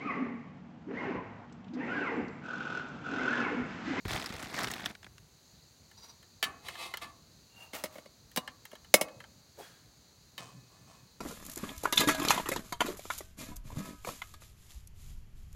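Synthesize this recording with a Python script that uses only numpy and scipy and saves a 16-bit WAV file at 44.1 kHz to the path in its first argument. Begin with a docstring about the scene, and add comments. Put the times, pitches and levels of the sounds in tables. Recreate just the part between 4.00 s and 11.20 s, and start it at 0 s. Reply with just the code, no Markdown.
"""Setting up a camp stove

Outdoors, with insects singing far off, feet shift on dry grass: breaking blades, snapping stalks and soft thuds.
An aluminium mess tin is set on a camp stove and slid into place, its lid is pressed on and its wire handle
is folded over until it slaps the lid. Knocks ring groups of modes; friction is a stream of tiny slips.
A hand brushes the stove's leg with a puff and a hiss of shaped noise, then turns the gas valve, which clicks,
squeaks and rushes faintly at each twist. Knocks and rubbing also stir the steel mesh table below."""
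import sys
import numpy as np
from scipy import signal
from scipy.fft import rfft, irfft
from scipy.io import wavfile

SR = 44100
rng = np.random.default_rng(int(sys.argv[2]) if len(sys.argv) > 2 else 0)


def store_wav(level_fs):
    """Save 16-bit WAV to argv[1]."""
    pcm = np.round(np.clip(np.atleast_2d(level_fs), -1, 1) * 32767)
    wavfile.write(sys.argv[1], SR, pcm.T.astype(np.int16))


N = 317520
TIME = np.arange(N) / SR
RING_TIME = TIME[:SR // 2]   # half a second for each ringing sound

# half-octave bands: (centre f/Hz, filter)
EDGES = 44 * 2 ** (np.arange(18) / 2)
BANDS = [(np.sqrt(lo * hi), signal.butter(2, [lo, hi], "band", fs=SR, output="sos"))
         for lo, hi in zip(EDGES, EDGES[1:])]

# the crowd of weak modes in the tin, also the colour of its rasp: f/Hz, level/dB per Hz
TIN_WASH = [(80, -32.5), (200, -8), (600, 5.5), (850, 2.5), (1400, 0.5), (2100, -1), (3300, -3), (7000, -7),
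            (10000, -8.5), (16000, -8.5)]
# feet come down on dry grass: t/s, crunch level/dB, time to full weight/s, time on the ground/s
STEPS = [(.05, -36.5, 0.098, .46), (.51, -35.5, 0.079, 0.397)]


def from_db(db):
    """Turn decibels into gain."""
    return 10 ** (np.asarray(db) / 20)


def rms_one(x):
    """Scale to an average strength (rms) of 1."""
    return x / np.sqrt(np.mean(x ** 2) + 1e-20)


def attack_one(x):
    """Scale a blow so that its first hundredth of a second has rms 1."""
    return x / np.sqrt(np.mean(x[:SR // 100] ** 2) + 1e-20)


def level(rows):
    """Read a dB curve as gain over time."""
    return from_db(np.interp(TIME, *np.transpose(rows)))


def at_hz(points, hz):
    """Read a table between its points on a log-frequency axis."""
    points = np.array(points)
    return np.interp(np.log(hz + 1e-9), np.log(points[:, 0]), points[:, 1])


def coloured(x, spectrum):
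    """Give a sound more or less of each frequency, as the spectrum says; rms 1."""
    gain = from_db(at_hz(spectrum, np.fft.rfftfreq(N, 1 / SR)))
    return rms_one(irfft(rfft(x) * gain, N))


def drift(rate_hz):
    """Wander slowly at random, with rms 1: noise smoothed by a two-pole filter."""
    step = 40   # only every 40th sample is drawn, the rest lie on straight lines between
    r = np.exp(-2 * np.pi * rate_hz * step / SR)
    noise = rng.standard_normal(N // step + 2002)
    slow = signal.lfilter([1], [1, -2 * r, r * r], noise)[2000:]
    return np.interp(np.arange(N) / step, np.arange(len(slow)), rms_one(slow))


def add(out, s, sound):
    """Mix a sound in at time s."""
    i = max(0, round(s * SR))
    out[i:i + len(sound)] += sound[:N - i]


def grains(per_s, spread_db):
    """Scatter tiny clicks of uneven size and random sign; rms 1."""
    sizes = from_db(spread_db * np.minimum(rng.exponential(1, N), 4))
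    happens = rng.random(N) < per_s / SR
    return rms_one(sizes * rng.choice([-1, 1], N) * happens)


def ring(modes, uneven_db=1.5, detune=0):
    """Ring a set of fading sines, signs alternating, strengths a little different each time."""
    hz, db, t60 = np.array(modes).T[:, :, None]
    strength = from_db(db + uneven_db * rng.standard_normal(hz.shape))
    strength[1::2] *= -1
    hz = hz * (1 + detune * rng.standard_normal(hz.shape))
    fade = np.exp(-np.log(1000) * RING_TIME / t60)
    return attack_one(np.sum(strength * fade * np.sin(2 * np.pi * hz * RING_TIME), axis=0))


def wash(spectrum, decay):
    """Stand in for modes too dense to tell apart: noise that dies band by band."""
    white, out = rng.standard_normal((2, len(RING_TIME))), 0
    for k, (hz, band) in enumerate(BANDS):
        fade = np.exp(-np.log(1000) * RING_TIME / at_hz(decay, hz))
        strength = np.sqrt(hz * np.mean(fade ** 2))   # wider bands hold more
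        noise = rms_one(signal.sosfilt(band, white[k % 2] * fade))
        out = out + from_db(at_hz(spectrum, hz)) * strength * noise
    return attack_one(out)


def crack(t60=0.027):
    """Make the bright instant of contact: a short burst of noise with its bass thinned."""
    burst = rng.standard_normal(len(RING_TIME)) * np.exp(-np.log(1000) * RING_TIME / t60)
    return attack_one(signal.sosfilt(signal.butter(1, 1500, "high", fs=SR, output="sos"), burst))


def metal(ringing, spectrum, wash_db, crack_db):
    """Build a struck metal part: contact crack, strong modes and the crowd between them."""
    # how fast the crowd dies: f/Hz, t60/s
    wash_t60 = [(150, 0.042), (1000, 0.037), (4000, 0.065), (16000, 0.066)]
    return from_db(crack_db) * crack() + ringing + from_db(wash_db) * wash(spectrum, wash_t60)


def blows(rows, body, bass_hz=450, treble_hz=5000):
    """Strike a body: a heavy contact adds bass, a hard one treble."""
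    out = np.zeros(N)
    low, high = signal.butter(1, bass_hz, fs=SR), signal.butter(1, treble_hz, "high", fs=SR)
    for s, db, bass_db, treble_db in rows:
        sound = body()
        sound = sound + (from_db(bass_db) - 1) * signal.lfilter(*low, sound)
        sound = sound + (from_db(treble_db) - 1) * signal.lfilter(*high, sound)
        add(out, s, from_db(db) * attack_one(sound))
    return out


def rubbed(response, per_s, spread_db):
    """Rub a part: a stream of tiny slips keeps it ringing; rms 1."""
    return rms_one(signal.fftconvolve(grains(per_s, spread_db), response)[:N])


def strokes(rows):
    """Shape the gain of hand strokes: each swells to a rounded peak and fades again."""
    depth_db = 15   # swell within the rise time, and fade within the fall time
    db = []
    for s, peak_db, rise, fall in rows:
        drop = np.where(TIME < s, ((s - TIME) / rise) ** 2, (TIME - s) / fall)
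        db.append(peak_db - depth_db * drop)
    return from_db(np.maximum(np.max(db, axis=0), -200))


def open_air():
    """Still air outdoors: coloured noise, a thin hiss over a low rumble of uneven strength."""
    # colour of the air: f/Hz, level/dB per Hz
    air_colour = [(15, -37.5), (30, -25.5), (50, -5), (90, -2), (150, -3.5), (300, -12), (600, -16.5),
                  (1400, -21), (3000, -24), (8000, -28.5), (15500, -29.5)]
    air = coloured(rng.standard_normal(N), air_colour)
    rumble = signal.sosfiltfilt(signal.butter(2, 250, fs=SR, output="sos"), air)
    lumps = from_db(3.2 * drift(12))
    return from_db(-63) * (air + rumble * (lumps - 1))


def far_insects():
    """Two wavering noise bands: insects that sink slowly over the first second, then soon rise again."""
    # choruses: f/Hz, width/Hz, level before the shared level curve/dB
    choruses = [(4330, 880, -69), (6500, 1200, -71)]
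    # shared level curve: t/s, level/dB
    swell = [(0, 2.5), (1.1, -3), (1.5, 2), (7.3, 1)]
    out = np.zeros(N)
    for hz, width, db in choruses:
        band = signal.butter(2, [hz - width / 2, hz + width / 2], "band", fs=SR, output="sos")
        waver = from_db(.6 * drift(6))
        chorus = rms_one(signal.sosfilt(band, rng.standard_normal(N)))
        out += level(swell) * waver * from_db(db) * chorus
    return out


def tread(t):
    """Crunch in dB at times t: it grows as a foot takes the weight, settles, and stops when the foot lifts."""
    touch_db, standing_db = -11.5, -11.5   # at first touch and at rest, relative to the peak
    settle_db_per_s, lift_db_per_s = 81, 446   # fall after full weight; fade as the foot lifts
    db = np.full(len(t), -200.)
    for s, peak_db, load_s, ground_s in STEPS:
        age = t - s
        loading_db = touch_db * (1 - age / load_s)
        settling_db = np.maximum(-settle_db_per_s * (age - load_s), standing_db)
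        weight_db = np.where(age < load_s, loading_db, settling_db)
        lift_db = -lift_db_per_s * np.maximum(age - ground_s, 0)
        db = np.where(age < 0, db, np.maximum(db, peak_db + weight_db + lift_db))
    return db


def crackle():
    """Breaking blades: each rings briefly in a band of its own; a few cracks span all pitches."""
    pitched = sum(signal.sosfilt(band, grains(600, 4.2)) for hz, band in BANDS)
    return rms_one(pitched) + from_db(-6) * grains(1200, 3.5)


def grass_crunch():
    """Dry grass under the sole: crackle that follows the weight and breaks in clumps, with lulls between."""
    # f/Hz, level/dB per Hz
    crunch_colour = [(59, -26), (100, -1), (249, 3), (558, -5), (721, 1), (930, -3.5), (2080, -2),
                     (2860, -12), (3470, -6.5), (9820, -22.5), (16000, -27)]
    clumps_db = 2.5 * drift(42)
    return from_db(tread(TIME) + clumps_db) * coloured(crackle(), crunch_colour)


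def thin_snaps():
    """Thin stalks break at random while a sole presses: rows of (t/s, level/dB, bass/dB, treble/dB)."""
    start, end = STEPS[0][0], STEPS[-1][0] + STEPS[-1][3]
    times = start + np.cumsum(rng.gamma(2, .5, size=80)) / 40   # 40 snaps per second on average
    levels = tread(times) + rng.standard_normal(size=80)   # at the crunch level, spread by 1 dB
    return [(s, db, 0, -3) for s, db in zip(times, levels) if s < end]


def stalk_snaps():
    """Single stalks snap: very short bursts of noise, each with a colour of its own."""
    # thick stalks: t/s, level/dB, bass/dB, treble/dB
    thick_snaps = [(.052, -39, 19, -8), (.081, -42, 6, 10), (.1058, -36.5, 21, 11), (.2604, -39.5, -13, 30),
                   (.3392, -44.5, 16, -14), (.4265, -42.5, 12, 5), (.6326, -38.5, 4, 15), (.714, -38, 1, 8),
                   (.7368, -39.5, -11, 22), (.8206, -49, -16, -17), (.8585, -31.5, -24, -3.5),
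                   (.9508, -49.5, -11, -25), (1.0292, -53, -21, -24), (1.044, -50.5, -13, -26),
                   (1.0651, -50.5, 10, -22), (1.1808, -55, -14, 1)]
    # average colour of a snap: f/Hz, level/dB per Hz
    snap_wash = [(100, 3.5), (600, -6), (1700, 0.5), (4000, -6), (8000, -14.5), (16000, -25)]
    snap_t60 = [(300, .01275), (10000, .0275)]   # f/Hz, t60/s

    def stalk():
        """Vary the colour of one stalk at random, band by band."""
        colour = [(hz, at_hz(snap_wash, hz) + 3.5 * rng.standard_normal()) for hz, band in BANDS]
        return wash(colour, snap_t60)

    return blows(thick_snaps + thin_snaps(), stalk)


def foot_thuds():
    """The weight of the foot thuds on the ground: low sines that die at once."""
    # t/s, level/dB, f/Hz
    thuds = [(0.054, -23.5, 126), (0.074, -26, 70), (0.147, -25, 120), (0.304, -28, 213)]
    t60_s = 0.023
    fade = np.exp(-np.log(1000) * RING_TIME / t60_s)
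    out = np.zeros(N)
    for s, db, hz in thuds:
        add(out, s, from_db(db) * np.sin(2 * np.pi * hz * RING_TIME) * fade)
    return out


def table(shaking):
    """The steel mesh table rings on faintly after whatever shakes it, mostly as a diffuse rattle."""
    # clear modes: f/Hz, level/dB, t60/s
    table_modes = [(501, -11, .3), (680, -5, .25), (1033, -1, 0.43), (1152, -2, .22), (1750, -13.5, 0.15),
                   (2544, -4, 0.58)]
    # colour of the diffuse ring: f/Hz, level/dB per Hz
    table_wash = [(80, 5.5), (250, -0.5), (550, -11), (1150, 1), (1600, -7.5), (4000, -14.5), (8000, -3),
                  (16000, -30)]
    # how fast the diffuse ring dies: f/Hz, t60/s
    table_t60 = [(100, 1), (1000, 0.45), (4000, 0.1), (16000, 0.23)]
    response = from_db(-11) * ring(table_modes) + wash(table_wash, table_t60)
    response = response / np.sqrt(np.sum(response ** 2))
    return signal.fftconvolve(shaking, response)[:N]


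def leg_brush():
    """A hand brushes the stove's leg: a dull puff of clicks, then a slightly hollow hiss of noise."""
    # strokes of the puff: peak t/s, level/dB, rise/s, fall/s
    puff_strokes = [(5.603, -45.5, 0.026, 0.029)]
    # strokes of the hiss: peak t/s, level/dB, rise/s, fall/s
    hiss_strokes = [(5.635, -53.5, 0.064, 0.15)]
    # f/Hz, level/dB per Hz
    puff_colour = [(150, -12), (380, 8), (850, 5.5), (1300, -13), (3000, -18)]
    # f/Hz, level/dB per Hz
    hiss_colour = [(240, -32.5), (400, -2), (1010, -4), (1710, 2), (1960, -5), (3370, -7.5), (3750, -8),
                   (4440, -8.5), (11600, -16), (16000, -18)]
    # modes of the brushed leg: f/Hz, level/dB, t60/s
    leg_modes = [(1624, 1, .04), (3320, 3, 0.095)]
    puff = strokes(puff_strokes) * coloured(grains(1500, 1.9), puff_colour)
    hiss = coloured(rng.standard_normal(N), hiss_colour)
    hollow = from_db(-8.5) * rubbed(ring(leg_modes), 4000, 2.0)
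    return puff + strokes(hiss_strokes) * (hiss + hollow)


def valve():
    """Each twist of the stiff valve brings a faint rough rush that fades with it, and a squeak that rings on."""
    # twists: peak t/s, level/dB, rise/s, fall/s
    turns = [(6.39, -46.5, 0.012, 0.12), (6.75, -65.5, 0.064, 0.21), (6.92, -57.5, .06, 0.095)]
    # colour of the rough rush: f/Hz, level/dB per Hz
    rush_colour = [(150, -21), (400, -8), (680, -1.5), (850, -7.5), (1100, 1.5), (1500, -15.5),
                   (3000, -15.5), (6000, -14.5), (8500, -18), (11000, -29), (16000, -31)]
    # squeaking modes: f/Hz, level/dB, t60/s
    squeak_modes = [(1046, 0, 0.14), (1750, -1, 0.6), (2530, -3.5, 0.55), (3050, -4, 0.21),
                    (8400, 3, 0.017)]
    twist = strokes(turns)
    rough_rush = twist * coloured(grains(6000, 6.0), rush_colour)
    stem = ring(squeak_modes)
    stem = stem / np.sqrt(np.sum(stem ** 2))
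    squeak = signal.fftconvolve(twist * grains(3500, 0.88), stem)[:N]
    return rough_rush + from_db(-7) * squeak


def frame_judder():
    """The hand jogs the stove's frame, whose low modes are kept ringing by a stream of slips."""
    # t/s, level/dB
    jogs = [(6.42, -52), (6.58, -54.5), (6.84, -61), (7.04, -60)]
    # f/Hz, level/dB, t60/s
    frame_modes = [(123, -3, 0.4), (185, 1.5, 0.07), (276, -5, .1)]
    rise_s, fall_s = 0.064, 0.088
    push = strokes([(s, db, rise_s, fall_s) for s, db in jogs])
    return push * rubbed(ring(frame_modes), 220, 1.4)


def rasp():
    """Gritty rubbing of the tin: tiny slips in the tin's colour."""
    return coloured(grains(3700, 2.5), TIN_WASH)


def handle_creak():
    """The carried tin creaks on its handle: slips ring a few modes, with some rasp."""
    # peak t/s, level/dB, rise/s, fall/s
    creaks = [(1.99, -56, 0.021, .1), (2.045, -50, 0.023, .04), (2.10, -54, 0.034, 0.037)]
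    # f/Hz, level/dB, t60/s
    creak_modes = [(925, -2, 0.036), (1120, -6, 0.026), (3870, 2, 0.027), (4800, 5, 0.039),
                   (5160, -2, 0.042), (5810, 4, 0.12), (8600, -10, 0.029)]
    return strokes(creaks) * (rubbed(ring(creak_modes), 880, 5.1) + from_db(-7.5) * rasp())


def tin_slide():
    """The tin slides on the stove's arms, catching and slipping: uneven grit plus the singing arms."""
    # pushes: peak t/s, level/dB, rise/s, fall/s
    slides = [(2.68, -46.5, 0.047, 0.23), (2.83, -40, 0.069, 0.091), (3.025, -41.5, .012, 0.05)]
    # colour of the grit: f/Hz, level/dB per Hz
    slide_colour = [(200, -20.5), (450, -8), (680, 0.5), (880, -4), (1150, 2.5), (1500, -11.5),
                    (2500, -5.5), (3200, -4.5), (4100, -4), (6000, -13.5), (9000, -14), (16000, -25)]
    # what the tin makes sing in the arms: f/Hz, level/dB, t60/s
    arm_modes = [(664, -28, 0.09), (1020, -17, 0.25), (2090, 7, 0.066), (2580, 5, 0.18), (3030, -7, .05),
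                 (3460, -8, 0.073), (3970, 7, 0.13), (6060, -3, 0.11)]
    steel_t60_s = 0.15
    # noise stands in for many close modes of the steel
    steel = rng.standard_normal(len(RING_TIME)) * np.exp(-np.log(1000) * RING_TIME / steel_t60_s)
    grit = coloured(rubbed(steel, 2500, 5.1), slide_colour)
    catching = from_db(1.5 * drift(78))
    singing = rubbed(ring(arm_modes), 2500, 1.6)
    return strokes(slides) * (from_db(-2.5) * grit * catching + from_db(-7.5) * singing)


def lid_rub():
    """The lid rubs down over the rim: a rasp, and a squeak whose share changes from rub to rub."""
    # peak t/s, level/dB, rise/s, fall/s, squeak against that level/dB
    rubs = [(3.636, -55.5, 0.098, 0.063, 1), (3.754, -38.5, 0.02, 0.073, -13),
            (3.97, -54, 0.083, 0.06, -26)]
    # squeaking modes: f/Hz, level/dB, t60/s
    squeak_modes = [(758, 4, 0.052), (930, 4, 0.069), (2740, 14, 0.029), (2810, 10, 0.091)]
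    pressure = strokes([(s, db, rise, fall) for s, db, rise, fall, _ in rubs])
    squeaking = strokes([(s, db + squeak_db, rise, fall) for s, db, rise, fall, squeak_db in rubs])
    return from_db(-2.5) * pressure * rasp() + squeaking * rubbed(ring(squeak_modes), 2300, 4.3)


def stove_knocks():
    """Blows on the stove's steel arms and valve ring the steel modes."""
    # t/s, level/dB, bass/dB, treble/dB
    knocks = [(2.4272, -26, 3, 8.5), (2.4395, -31, 5, 37), (3.020, -47.5, 30, -16), (3.044, -49.5, 32, -13),
              (6.379, -40.5, 7.5, 18)]
    # f/Hz, level/dB, t60/s
    stove_modes = [(670, -17, .12), (813, -15, .11), (1110, -9, .11), (1750, 2, .095), (2067, -6, .075),
                   (2290, -5, .055), (2890, -1, .07), (3110, -1, .07), (3763, -9, .085), (4140, -8, .06),
                   (4570, -7, .06), (5706, -18, .06)]
    # the crowd of weaker modes: f/Hz, level/dB per Hz
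    stove_wash = [(80, -16), (250, -7.5), (600, -2), (1100, -6), (2800, 3.5), (4500, -9.5), (7000, -16.5),
                  (16000, -24)]
    return blows(knocks, lambda: metal(ring(stove_modes), stove_wash, wash_db=-3, crack_db=-14))


def wire():
    """The handle touches at a new point each time, so its modes shift; its high treble dies fast."""
    # f/Hz, level/dB, t60/s
    handle_modes = [(1330, -10, .04), (1680, -1, .04), (1780, -2, .045), (2080, -4, .04), (2860, -6, .04),
                    (3120, -3, .045), (4110, -7, .045)]
    # the crowd of weaker modes: f/Hz, level/dB per Hz
    handle_wash = [(80, -30), (600, -4.5), (1000, -2), (2000, -12.5), (4500, -14), (16000, -7)]
    ringing = ring(handle_modes, uneven_db=2.5, detune=.028)
    crowd = wash(handle_wash, [(500, 0.039), (3000, 0.11), (10000, 0.019)])   # f/Hz, t60/s
    return ringing + from_db(-1.5) * crowd + from_db(-18) * crack(t60=.008)


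def handle_ticks():
    """The wire handle ticks in its hinge; each tick strikes the wire afresh."""
    # t/s, level/dB, treble/dB
    ticks = [(1.913, -58, -5), (2.228, -59, -3), (2.685, -38, -8), (2.754, -45.5, -28), (2.9386, -35, -13),
             (2.9715, -41, 7), (4.315, -58, 23), (4.4762, -39.5, -25), (4.653, -47.5, 5.5),
             (4.7154, -53.5, -4), (4.7532, -51.5, -6), (4.846, -56.5, -9), (5.0842, -52.5, -12),
             (5.2027, -48, -32), (5.2397, -51, -31)]
    bass_db = -8   # the light wire has little bass
    return blows([(s, db, bass_db, treble_db) for s, db, treble_db in ticks], wire, treble_hz=3500)


def bracket_snaps():
    """The raised handle snaps past its bracket, which rings with modes of its own."""
    # t/s, level/dB, bass/dB, treble/dB
    snaps = [(4.3612, -32.5, -7, 4), (4.373, -27, 2.5, -7.5)]
    # f/Hz, level/dB, t60/s
    bracket_modes = [(175, -2, .06), (248, 1, .06), (510, -2, .06), (596, -2, .07), (757, -2, .07),
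                     (1030, -4, .08), (2881, -3, .085), (3617, -5, .08), (3907, -2, .07)]
    return blows(snaps, lambda: metal(ring(bracket_modes), TIN_WASH, wash_db=0, crack_db=2))


def tin_knocks():
    """Blows on the aluminium tin and its lid ring the tin's modes."""
    # t/s, level/dB, bass/dB, treble/dB
    knocks = [(3.733, -41.5, 7, -19), (3.838, -32, 7, 1.5), (3.856, -43, -24, -14), (3.955, -45.5, 26, -18),
              (3.982, -45, 14, -21), (4.058, -51, 11, -18), (4.730, -46, 22, -2), (4.9402, -11.5, 3.5, 3),
              (5.0117, -24, 9, 2)]
    # f/Hz, level/dB, t60/s
    tin_modes = [(205, -8, .05), (300, -7, .05), (428, -9, .06), (520, 2, .045), (612, 4, .055),
                 (985, -14, .09), (1875, -9, .07), (2056, -4, .062), (2194, 1, .068), (2885, -3, .055),
                 (3121, -7, .045), (4070, -8, .058), (5145, -8, .078), (6315, -7, .045), (7564, -8, .035),
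                 (9600, -4, .05), (10375, -6, .045), (10688, -5, .052), (12460, -10, .048)]
    return blows(knocks, lambda: metal(ring(tin_modes), TIN_WASH, wash_db=-1, crack_db=-7))


def scene():
    """Put the cookware on its table, in the open air."""
    background = open_air() + far_insects()
    footsteps = grass_crunch() + stalk_snaps() + foot_thuds()
    hand_on_stove = leg_brush() + valve() + frame_judder()
    friction = handle_creak() + tin_slide() + lid_rub()
    stove = stove_knocks()
    tin = handle_ticks() + bracket_snaps() + tin_knocks()
    # small parts radiate little bass
    knocks = signal.sosfilt(signal.butter(4, 135, "high", fs=SR, output="sos"), tin + stove)
    # the stove shakes the table more than the tin does, which is too light to stir its low ring
    light = signal.sosfilt(signal.butter(2, 420, "high", fs=SR, output="sos"), tin)
    shaking = from_db(-18.5) * light + from_db(-7.5) * stove + from_db(-12) * friction
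    return (background + footsteps + table(shaking) + hand_on_stove + friction + knocks)[None]


def record(dry):
    """Roll off the deepest bass, clip the highest peaks and cut the top steeply."""
    dry = signal.sosfilt(signal.butter(3, 36, "high", fs=SR, output="sos"), dry)
    dry = np.clip(dry, -.72, .72)
    return signal.sosfilt(signal.ellip(12, .1, 80, 15900, fs=SR, output="sos"), dry)


dry = scene()
out = record(dry)
store_wav(out)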